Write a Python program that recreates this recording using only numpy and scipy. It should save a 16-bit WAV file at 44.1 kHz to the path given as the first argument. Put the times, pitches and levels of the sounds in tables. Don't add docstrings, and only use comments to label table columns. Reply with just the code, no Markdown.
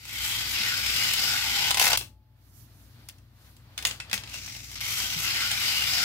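import sys
import numpy as np
from scipy import signal
from scipy.fft import rfft, irfft, next_fast_len
from scipy.io import wavfile
from scipy.ndimage import uniform_filter1d, minimum_filter1d

SR = 44100
rng = np.random.default_rng(int(sys.argv[2]) if len(sys.argv) > 2 else 0)


def generate_wav(signal):
    frames = np.transpose(np.atleast_2d(signal))
    scaled = np.clip(frames, -1, 1) * 32767
    pcm = np.round(scaled).astype(np.int16)
    wavfile.write(sys.argv[1], SR, pcm)


def amplitude_ratio(level_db):
    exponent = np.asarray(level_db, float) / 20
    return 10 ** exponent


N = 266628
T = np.arange(N) / SR
HOP, SIZE = 128, 512

# (frequency [Hz], level [dB])
HUM_TONES = [(58.4, -0.5), (95.05, 1.5), (116.8, 0), (119.9, -4), (233.5, -15)]
# (frequency [Hz], density [dB per Hz])
RUMBLE_COLOUR = [(30, -46), (45, -21.5), (56, -1.5), (64, 8), (72, -7.5), (100, -4.5), (140, -6.5),
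                 (200, -11), (300, -12), (450, -27.5), (700, -44.5)]
HUM_DB, HUM_OPEN_DB, RUMBLE_DB, RUMBLE_OPEN_DB = -55, 7, -63, 8
QUIET_DB, BUSY_DB, LINGER_S = -69.5, -29.5, 0.028

# (time [s], deepest gain [dB])
CLAMPS = [
    (1.971, -26.5),
    (3.09, -9.5),
]
CLAMP_DELAY_S = 0.25
CLAMP_LOW_HISS, CLAMP_TAILS, CLAMP_SELF, CLAMP_DRONE = 0.47, 0.29, 0.15, 0.63
# (time [s], half length [s], gain [dB])
TAIL_DUCKS = [
    (1.755, 0.025, -1.5),
    (1.968, .008, -9),
    (2.099, 0.072, 2),
    (3.135, .04, -19),
    (4.794, .01, -15),
]
WAKE_DB, WAKE_S = -16.5, 0.073

# (frequency [Hz], density [dB per Hz])
LOW_HISS_COLOUR = [(240, -33.5), (400, -5.5), (500, -4.5), (1100, -3.5), (1700, -4), (2500, -7),
                   (4500, -6.5), (6500, -23), (9000, -35.5)]
# (frequency [Hz], density [dB per Hz])
HIGH_HISS_COLOUR = [(2400, -30), (4000, -13.5), (5900, -2), (8400, -5.5), (12300, 2), (15650, -2.5),
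                    (15850, -61.5)]
# (frequency [Hz], density [dB per Hz])
SELF_COLOUR = [(300, -13), (600, 6.5), (1500, -7), (5000, -11), (8500, -23.5), (12000, -7.5), (15650, -5.5),
               (15850, -47.5)]
LOW_HISS_DB, HIGH_HISS_DB, SELF_DB = -67, -72.5, -72.5
# (time [s], half length [s], dull level [dB], bright level [dB], left-right [dB])
HAND_BRUSHES = [(2.462, 0.065, -87, -60, -7), (2.588, 0.051, -75, -55.5, -8.5),
                (2.82, 0.11, -70, -63.5, -2.5), (3.027, 0.073, -60.5, -69, 2.5),
                (3.449, 0.078, -60, -56.5, 2.5), (3.744, 0.13, -62, -77, 1.5),
                (3.882, 0.061, -46.5, -54, 1.5), (4.06, 0.077, -65, -75, -1), (4.17, 0.11, -51.5, -72, 2)]

# (frequency [Hz], t60 [s])
ROOM_DECAY = [(200, 0.72), (500, 0.12), (1300, 0.22), (3500, 0.24), (9000, 0.23)]
# (frequency [Hz], likeness [0-1])
LIKENESS = [(60, .99), (170, .94), (350, .86), (520, .7), (800, .88), (1050, .35), (1400, .55), (2000, .45),
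            (3000, .2), (16000, .1)]
LEAD_S = .00012
# (frequency [Hz], extra left-right [dB])
PORT_COLOUR = [(60, 1), (300, -1.5), (600, -2), (1300, -2.5), (2800, -1.3), (5000, 0.8), (10000, 1.5),
               (15000, -1.1)]
# (frequency [Hz], gain [dB])
TREBLE_EDGE = [(15800, 0), (16000, -24), (16700, -40)]

# (time [s], frequency [Hz], level [dB], t60 [s])
METAL_RINGS = [
    (1.975, 861, -64, 1.5),
    (3.852, 6697, -27, .11),
    (4.131, 2680, -26, .07),
    (4.237, 2700, -43, .05),
]
# (time [s], level [dB], t60 [s])
PART_RINGS = [(2.008, -38.5, 0.038), (4.13, -38.5, 0.16), (1.855, -37.5, .1), (5.16, -35.5, 0.22),
              (0.6, -39.5, .15)]
PART_RING_HZ = [380, 200, 15300, 160, 215]

# (time [s], blow [dB], high tick against the blow [dB], pitch of the part struck [Hz])
JOINT_KNOCKS = [(.053, -34, -2, 910), (.092, -31, -4, 2540), (1.1359, -23, 6.5, 3380),
                (4.811, -25, -10, 3000), (5.001, -19, -25, 4500), (5.2, -39, -13, 2400),
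                (5.514, -16.5, -6, 3170)]
# (time [s], blow [dB], high tick against the blow [dB], pitch of the part struck [Hz])
CATCH_RATTLE = [(1.707, -15, -3, 3420), (1.712, -15, -10.5, 3000), (1.744, -15.5, -7, 3440),
                (1.7715, -14.5, -6.5, 2020), (1.7969, -10, -4.5, 2990), (1.814, -10.5, -9.5, 5550),
                (1.8252, -16, -16.5, 1940), (1.845, -17, -6.5, 1940), (1.8543, -15, -4.5, 5360),
                (1.868, -13, -18.5, 1940), (1.887, -20.5, -14, 3210), (1.9047, -15.5, -18, 4330),
                (1.917, -13, -25.5, 2920), (1.931, -8.5, -13.5, 3030), (1.9732, -16.5, 4, 3200),
                (2.0101, -26.5, -20.5, 3820)]
# (time [s], blow [dB], high tick against the blow [dB], pitch of the part struck [Hz])
HAND_KNOCKS = [(3.0869, -33.5, 1.5, 4700), (3.0964, -40, -6, 3300), (3.1835, -53, -4, 5400),
               (3.566, -50, 0, 3200), (3.7774, -22.5, -7.5, 3480), (3.788, -26, -18.5, 1500),
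               (3.825, -27.5, -9, 2670), (3.8508, -9.5, -10, 2780), (3.8695, -19, -4, 6560),
               (3.91, -23, -26, 2910), (4.0006, -23, -18, 2000), (4.097, -33.5, -15.5, 2790),
               (4.113, -24.5, -14, 2620), (4.1298, -13.5, -10, 2730), (4.1404, -19, -4.5, 2320),
               (4.177, -25.5, -22, 3320)]
# (time [s], blow [dB], high tick against the blow [dB], pitch of the part struck [Hz])
TOP_NUDGES = [(4.2363, -30.5, -21, 2650), (4.274, -35, -13, 2780), (4.3194, -35, -19, 2700),
              (4.3415, -28, -12, 5350), (4.3894, -34, -18, 5420), (4.4772, -33.5, -17, 2230),
              (4.5496, -35, -19, 2910), (4.6044, -39.5, -11, 5460), (4.7144, -35, -4, 2650),
              (4.7557, -31, -18, 4700)]
# (low push [dB], length [s], shiver [dB])
KNOCK_KINDS = [
    (-13.5, 0.0027, -21),
    (-6.5, 0.0029, -20),
    (-16.5, 0.0028, -16),
    (-11.5, 0.0032, -15.5),
]
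SHIVER_S, SHIVER_GRAIN_DB = .022, 1.5
# (frequency [Hz], width [Hz], level [dB])
BODY_MODES = [(2100, 74, 0), (2670, 110, 18.5), (3200, 220, -14.5), (3860, 400, -4.5), (4700, 520, -6.5),
              (5400, 150, -36)]
SETTLE_S, SETTLE_HALF_S, SETTLE_HZ, SETTLE_SHARE = 1.994, .018, 2400, .75

# (frequency [Hz], density [dB per Hz])
RUSH_COLOUR = [(88, -43.5), (150, -11), (549, -23), (792, -13), (1140, -6.5), (1440, -0.5), (1760, -4),
               (2080, 6), (2800, 3.5), (5100, 3), (8000, -20), (10400, -48.5), (17600, -120)]
# (frequency [Hz], density [dB per Hz])
FIZZ_COLOUR = [(4120, -22.5), (7000, -0.5), (7870, -1), (9260, -6.5), (12600, 2), (14200, -5), (15650, -5),
               (15850, -54)]
# (frequency [Hz], width [Hz], level [dB])
TROUGH_MODES = [(818, 75, 13), (1047, 60, 12.5)]
# (frequency [Hz], width [Hz], level [dB])
DECK_MODES = [(1497, 82, 6.5), (1294, 53, 2)]
# (time after launch [s], length [s], frequency [Hz], width [Hz], level against the rush [dB])
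SINGING_STRETCHES = [(-.48, 0.15, 2750, 220, -7.5), (-0.515, 0.59, 5800, 1300, -2),
                     (0.737, 0.15, 2400, 176, -10.5), (0.019, 0.44, 3170, 150, -8),
                     (0.03, 0.13, 2180, 160, -9.5), (-0.13, 0.69, 5800, 500, -10.5),
                     (0.467, 0.084, 2750, 140, -12), (0.44, 0.5, 5200, 340, -14),
                     (0.556, 0.14, 1880, 180, -10), (0.354, 0.97, 2960, 220, -13.5),
                     (0.845, 0.28, 2850, 190, -11), (0.858, 0.22, 4860, 360, -8.5),
                     (1.2, 0.14, 3600, 160, -11), (1.143, 0.19, 750, 67, -25),
                     (1.8, 0.33, 5700, 150, -12.5), (1.395, 0.33, 3100, 320, -9),
                     (1.1, 0.21, 5100, 410, -3.5)]
LAUNCH_TIMES = [.05, 4.755]
# (time after launch [s], rush [dB], axle fizz against the rush [dB])
DESCENT_CURVE = [(.05, -38, -6), (.22, -33.5, -1), (.4, -33.5, -9.5), (.47, -34, -1.5), (0.522, -30, -10.5),
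                 (.8, -32, -8), (.9, -30, -6.5), (1.1, -29.5, -8), (1.66, -28.5, -9)]
# (start [s], end [s], level [dB], change [dB], fizz [dB])
LOOSE_LEGS = [(1.715, 1.76, -34, -5, -13), (1.745, 1.79, -30.5, -12, -6.5), (1.771, 1.82, -26, -23, -7),
              (1.794, 1.952, -27.5, -4.5, -1.5), (1.93, 1.962, -27.5, -3, -15), (4.236, 4.33, -52.5, 3, -9),
              (4.29, 4.367, -46.5, 4, -7), (4.34, 4.5, -42, -9.5, -9), (4.461, 4.63, -43.5, -5.5, -8),
              (4.607, 4.778, -53, 7, -4), (4.754, 4.802, -40.5, -5.5, -12)]
HANDOVER_S, LEAVES_S = 3.0, 1.666
BUMPS_PER_S, BUMP_SPREAD_DB = 5000, 3.0
SKIP_DB, CHATTER_DB = 1.23, 2.6
BOOM_TOP_DB, BOOM_FROM_S, BOOM_DB_PER_S, BOOM_MAX_DB = -25.5, 1.05, 34.5, -1.5
DECK_FIRST_S, LAP_S, DECK_LASTS_S = 0.671, 0.607, 0.11
DECK_OFF_DB, DECK_ON_DB = -17.5, 7
PAN_DB, PAN_DB_PER_S, PAN_LAP_DB = 2.83, 0.43, 0.04


def evened(x):
    return x / np.sqrt(np.mean(x ** 2) + 1e-20)


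def read(points, hz):
    f, value = np.transpose(points)
    return np.interp(np.log(hz + 1), np.log(f + 1), value)


def coloured(x, points):
    size = next_fast_len(N)
    gain = amplitude_ratio(read(points, np.fft.rfftfreq(size, 1 / SR)))
    return evened(irfft(rfft(x, size) * gain, size)[..., :N])


def band(x, lo_hz, hi_hz):
    return signal.sosfilt(signal.butter(2, [lo_hz, hi_hz], "band", fs=SR, output="sos"), x)


def modes(x, table):
    out = 0
    for k, (hz, width, db) in enumerate(table):
        r = np.exp(-np.pi * width / SR)
        pole = r * np.exp(2j * np.pi * hz / SR)
        out = out + (-1) ** k * amplitude_ratio(db) * 2 * signal.lfilter([1 - r], [1, -pole], x + 0j).real
    return out


def paired(x):
    size = next_fast_len(x.shape[1])
    z, hz = rfft(x, size), np.fft.rfftfreq(size, 1 / SR)
    same = read(LIKENESS, hz)
    late = np.exp(-2j * np.pi * hz * LEAD_S)
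    right = same * late * z[0] + np.sqrt(1 - same ** 2) * z[1]
    return irfft([z[0], right], size)[:, :x.shape[1]]


def panned(x, pan_db):
    return x * amplitude_ratio(np.reshape([pan_db, -pan_db], (2, -1)) / 2)


def patchy(x, patch_db, bins, frames):
    z = signal.stft(x, nperseg=SIZE, noverlap=SIZE - HOP)[2]
    field = rng.standard_normal(z.shape[-2:][::-1]).T
    field = evened(uniform_filter1d(uniform_filter1d(field, bins, 0), frames, 1))
    return signal.istft(z * amplitude_ratio(patch_db * field), nperseg=SIZE, noverlap=SIZE - HOP)[1][..., :N]


def bell(s, half):
    return np.exp(-((T - s) / half) ** 2)


def clamp_db():
    ages = [(np.maximum(T - s, 0) / CLAMP_DELAY_S, db) for s, db in CLAMPS]
    return sum(db * (age * np.exp(1 - age)) ** 4 for age, db in ages)


def drone(busy):
    tones = evened(sum(amplitude_ratio(db) * np.sin(2 * np.pi * (hz * T + rng.random())) for hz, db in HUM_TONES))
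    rumble = coloured(paired(rng.standard_normal((2, N))), RUMBLE_COLOUR)
    power = uniform_filter1d((busy ** 2).mean(0), size=1500)
    release = 1 / (LINGER_S * SR)
    power = signal.lfilter([release], [1, release - 1], power)
    level_db = minimum_filter1d(10 * np.log10(abs(power) + 1e-12), size=3500)
    level_db = uniform_filter1d(level_db, size=3000) + CLAMP_DRONE * clamp_db()
    opened = np.clip((level_db - QUIET_DB) / (BUSY_DB - QUIET_DB), -.5, 1)
    hum = tones * amplitude_ratio(HUM_DB - 1.0 + HUM_OPEN_DB * opened)
    rumble = rumble * amplitude_ratio(RUMBLE_DB + 3.5 + RUMBLE_OPEN_DB * opened + .2 * clamp_db())
    return panned(hum + rumble, 2.9)


def hiss():
    low_power = np.full((2, N), amplitude_ratio(2 * LOW_HISS_DB))
    high_power = np.full((2, N), amplitude_ratio(2 * HIGH_HISS_DB))
    for s, half, dull_db, bright_db, pan_db in HAND_BRUSHES:
        swell = panned(bell(s, half) * np.ones((2, 1)), 2 * pan_db)
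        low_power = low_power + amplitude_ratio(2 * dull_db) * swell
        high_power = high_power + amplitude_ratio(2 * bright_db) * swell
    noise = paired(rng.standard_normal((2, N)))
    low = coloured(noise, LOW_HISS_COLOUR) * np.sqrt(low_power) * amplitude_ratio(CLAMP_LOW_HISS * clamp_db())
    high = coloured(noise, HIGH_HISS_COLOUR) * np.sqrt(high_power) * amplitude_ratio(clamp_db())
    steady = coloured(rng.standard_normal((2, N)), SELF_COLOUR) * amplitude_ratio(SELF_DB + CLAMP_SELF * clamp_db())
    return patchy(low + high, 1.0, bins=30, frames=10) + steady


def room(x):
    out, size = 0, 14000
    for k in range(3):
        taps = np.zeros((2, size))
        at = np.arange(140, size - 20, 20) + rng.integers(0, 20, (2, (size - 141) // 20))
        np.put_along_axis(taps, at, rng.choice([-1., 1.], at.shape), 1)
        hz, t, z = signal.stft(paired(taps), SR, nperseg=256)
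        decay = amplitude_ratio(-60 * t / read(ROOM_DECAY, hz)[:, None])
        tail = signal.istft(z * decay, SR, nperseg=256)[1]
        turn = np.sqrt(2 / 3) * np.cos(np.pi * (3 * T + k / 3))
        out = out + signal.oaconvolve((x * turn)[None], tail / np.linalg.norm(tail[0]), axes=1)[:, :N]
    return out


def rings():
    out, age = np.zeros(N + SR), np.arange(SR) / SR
    parts = [(s, hz, db, t60) for hz, (s, db, t60) in zip(PART_RING_HZ, PART_RINGS)]
    for s, hz, db, t60 in METAL_RINGS + parts:
        onset = np.minimum(age / 0.0035, 1)
        out[round(s * SR):][:SR] += amplitude_ratio(db - 60 * age / t60) * np.sin(2 * np.pi * hz * age) * onset
    return panned(out[:N] * np.ones((2, 1)), 3.0)


def knocks():
    force, low, high, part = np.zeros((4, 2, N))
    t = np.arange(5000) / SR
    families = (JOINT_KNOCKS, CATCH_RATTLE, HAND_KNOCKS, TOP_NUDGES)
    rows = [(*row, *kind) for table, kind in zip(families, KNOCK_KINDS) for row in table]
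    for s, db, high_db, hz, low_db, length, shiver_db in rows:
        grain = evened(uniform_filter1d(rng.standard_normal(len(t)), size=120))
        shiver = amplitude_ratio(shiver_db + SHIVER_GRAIN_DB * grain) * np.exp(-t / SHIVER_S)
        envelope = (np.exp(-t / length) + shiver) * np.minimum(5.9 * t / length, 1)
        burst = rng.standard_normal((2, len(t))) * envelope * amplitude_ratio(db)
        at = slice(round(s * SR), round(s * SR) + len(t))
        force[:, at] += burst
        low[:, at] += burst * amplitude_ratio(low_db)
        high[:, at] += burst * amplitude_ratio(high_db)
        part[:, at] += modes(burst, [(hz, 420, 0)])
    body = 0.53 * modes(force, BODY_MODES) + 1.4 * band(force, 1500, 5000) + 2.0 * part
    push, tick = 2.8 * band(low, 590, 2000), 1.02 * band(high, 6500, 16500)
    return panned(paired(body + push - tick), 2.3)


def singing(drive):
    out = np.zeros((2, N))
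    for launch in LAUNCH_TIMES:
        for s, lasts, hz, width, db in SINGING_STRETCHES:
            at = slice(round((launch + s) * SR), round((launch + s + lasts) * SR))
            if 0 <= at.start < N:
                fade = signal.windows.tukey(at.stop - at.start, .6)[:N - at.start]
                out[:, at] += amplitude_ratio(db) * fade * evened(modes(drive[:, at], [(hz, width, 0)]))
    return out


def car_motion():
    age = T - np.where(T < HANDOVER_S, *LAUNCH_TIMES)
    s, level_db, fizz_db = np.transpose(DESCENT_CURVE)
    rush_db = np.interp(age, s, level_db) + WAKE_DB * np.exp(-T / WAKE_S)
    off_spiral = (age > LEAVES_S) | (T > HANDOVER_S) & (age < s[0])
    rush_db = np.where(off_spiral, -110, rush_db)
    fizz_db, skip_db = np.interp(age, s, fizz_db), np.full(N, SKIP_DB)
    for start, end, db, change_db, leg_fizz_db in LOOSE_LEGS:
        on = (T >= start) & (T < end)
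        rush_db = np.where(on, db + change_db * (T - start) / (end - start), rush_db)
        fizz_db = np.where(on, leg_fizz_db, fizz_db)
        skip_db = np.where(on, CHATTER_DB, skip_db)
    boom_db = np.minimum(BOOM_TOP_DB + BOOM_DB_PER_S * np.maximum(age - BOOM_FROM_S, 0), BOOM_MAX_DB)
    lap = (age - DECK_FIRST_S) / LAP_S
    from_deck_s = (lap - np.maximum(np.round(lap), 0)) * LAP_S
    deck_db = DECK_OFF_DB + (DECK_ON_DB - DECK_OFF_DB) * np.exp(-(from_deck_s / DECK_LASTS_S) ** 2)
    pan_db = PAN_DB + PAN_DB_PER_S * np.maximum(age, 0) + PAN_LAP_DB * np.cos(2 * np.pi * lap)
    return uniform_filter1d(amplitude_ratio(rush_db), size=60), boom_db, deck_db, fizz_db, pan_db, skip_db


def rolling():
    rush, boom_db, deck_db, fizz_db, pan_db, skip_db = car_motion()
    bumps = amplitude_ratio(BUMP_SPREAD_DB * np.minimum(rng.exponential(1, (2, N)), 3))
    bumps = bumps * (rng.random((2, N)) < BUMPS_PER_S / SR)
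    bumps = evened(bumps * rng.choice([-1., 1.], (2, N)))
    drive = paired(.55 * bumps + .83 * rng.standard_normal((2, N)))
    wobble = uniform_filter1d(uniform_filter1d(rng.standard_normal(N), size=250), size=250)
    drive = drive * amplitude_ratio(skip_db * evened(wobble))
    sound = coloured(drive, RUSH_COLOUR) + amplitude_ratio(fizz_db) * coloured(drive, FIZZ_COLOUR)
    sound = sound + amplitude_ratio(boom_db - 6.0) * evened(modes(drive, TROUGH_MODES))
    sound = sound + amplitude_ratio(deck_db - 14.5) * evened(modes(drive, DECK_MODES))
    sound = patchy(sound + singing(drive), 1.3, bins=3, frames=30)
    return panned(sound * rush * amplitude_ratio(0.5), pan_db)


def scene():
    roll, knock = rolling(), knocks()
    gate_db = CLAMP_TAILS * clamp_db() + sum(db * bell(s, half) for s, half, db in TAIL_DUCKS)
    send = (amplitude_ratio(-7.5) * roll + amplitude_ratio(-4.0) * knock).mean(0)
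    tails = panned(room(send), 5.8) * amplitude_ratio(gate_db)
    low_ring = signal.sosfiltfilt(signal.butter(3, SETTLE_HZ, fs=SR, output="sos"), knock + tails)
    damped = SETTLE_SHARE * bell(SETTLE_S, SETTLE_HALF_S) * low_ring
    busy = roll + knock + tails - damped + hiss()
    return busy + rings() + drone(busy)


def roll_off(x):
    return signal.sosfilt(signal.butter(12, 16850, fs=SR, output="sos"), x)


def record(dry):
    size = next_fast_len(N)
    hz = np.fft.rfftfreq(size, 1 / SR)
    spectrum = panned(rfft(dry, size), read(PORT_COLOUR, hz)) * amplitude_ratio(read(TREBLE_EDGE, hz))
    ports = irfft(spectrum, size)[:, :N]
    mix = signal.sosfilt(signal.butter(3, 37, "high", fs=SR, output="sos"), ports)
    return roll_off(mix)


dry = scene()
out = record(dry)
generate_wav(out)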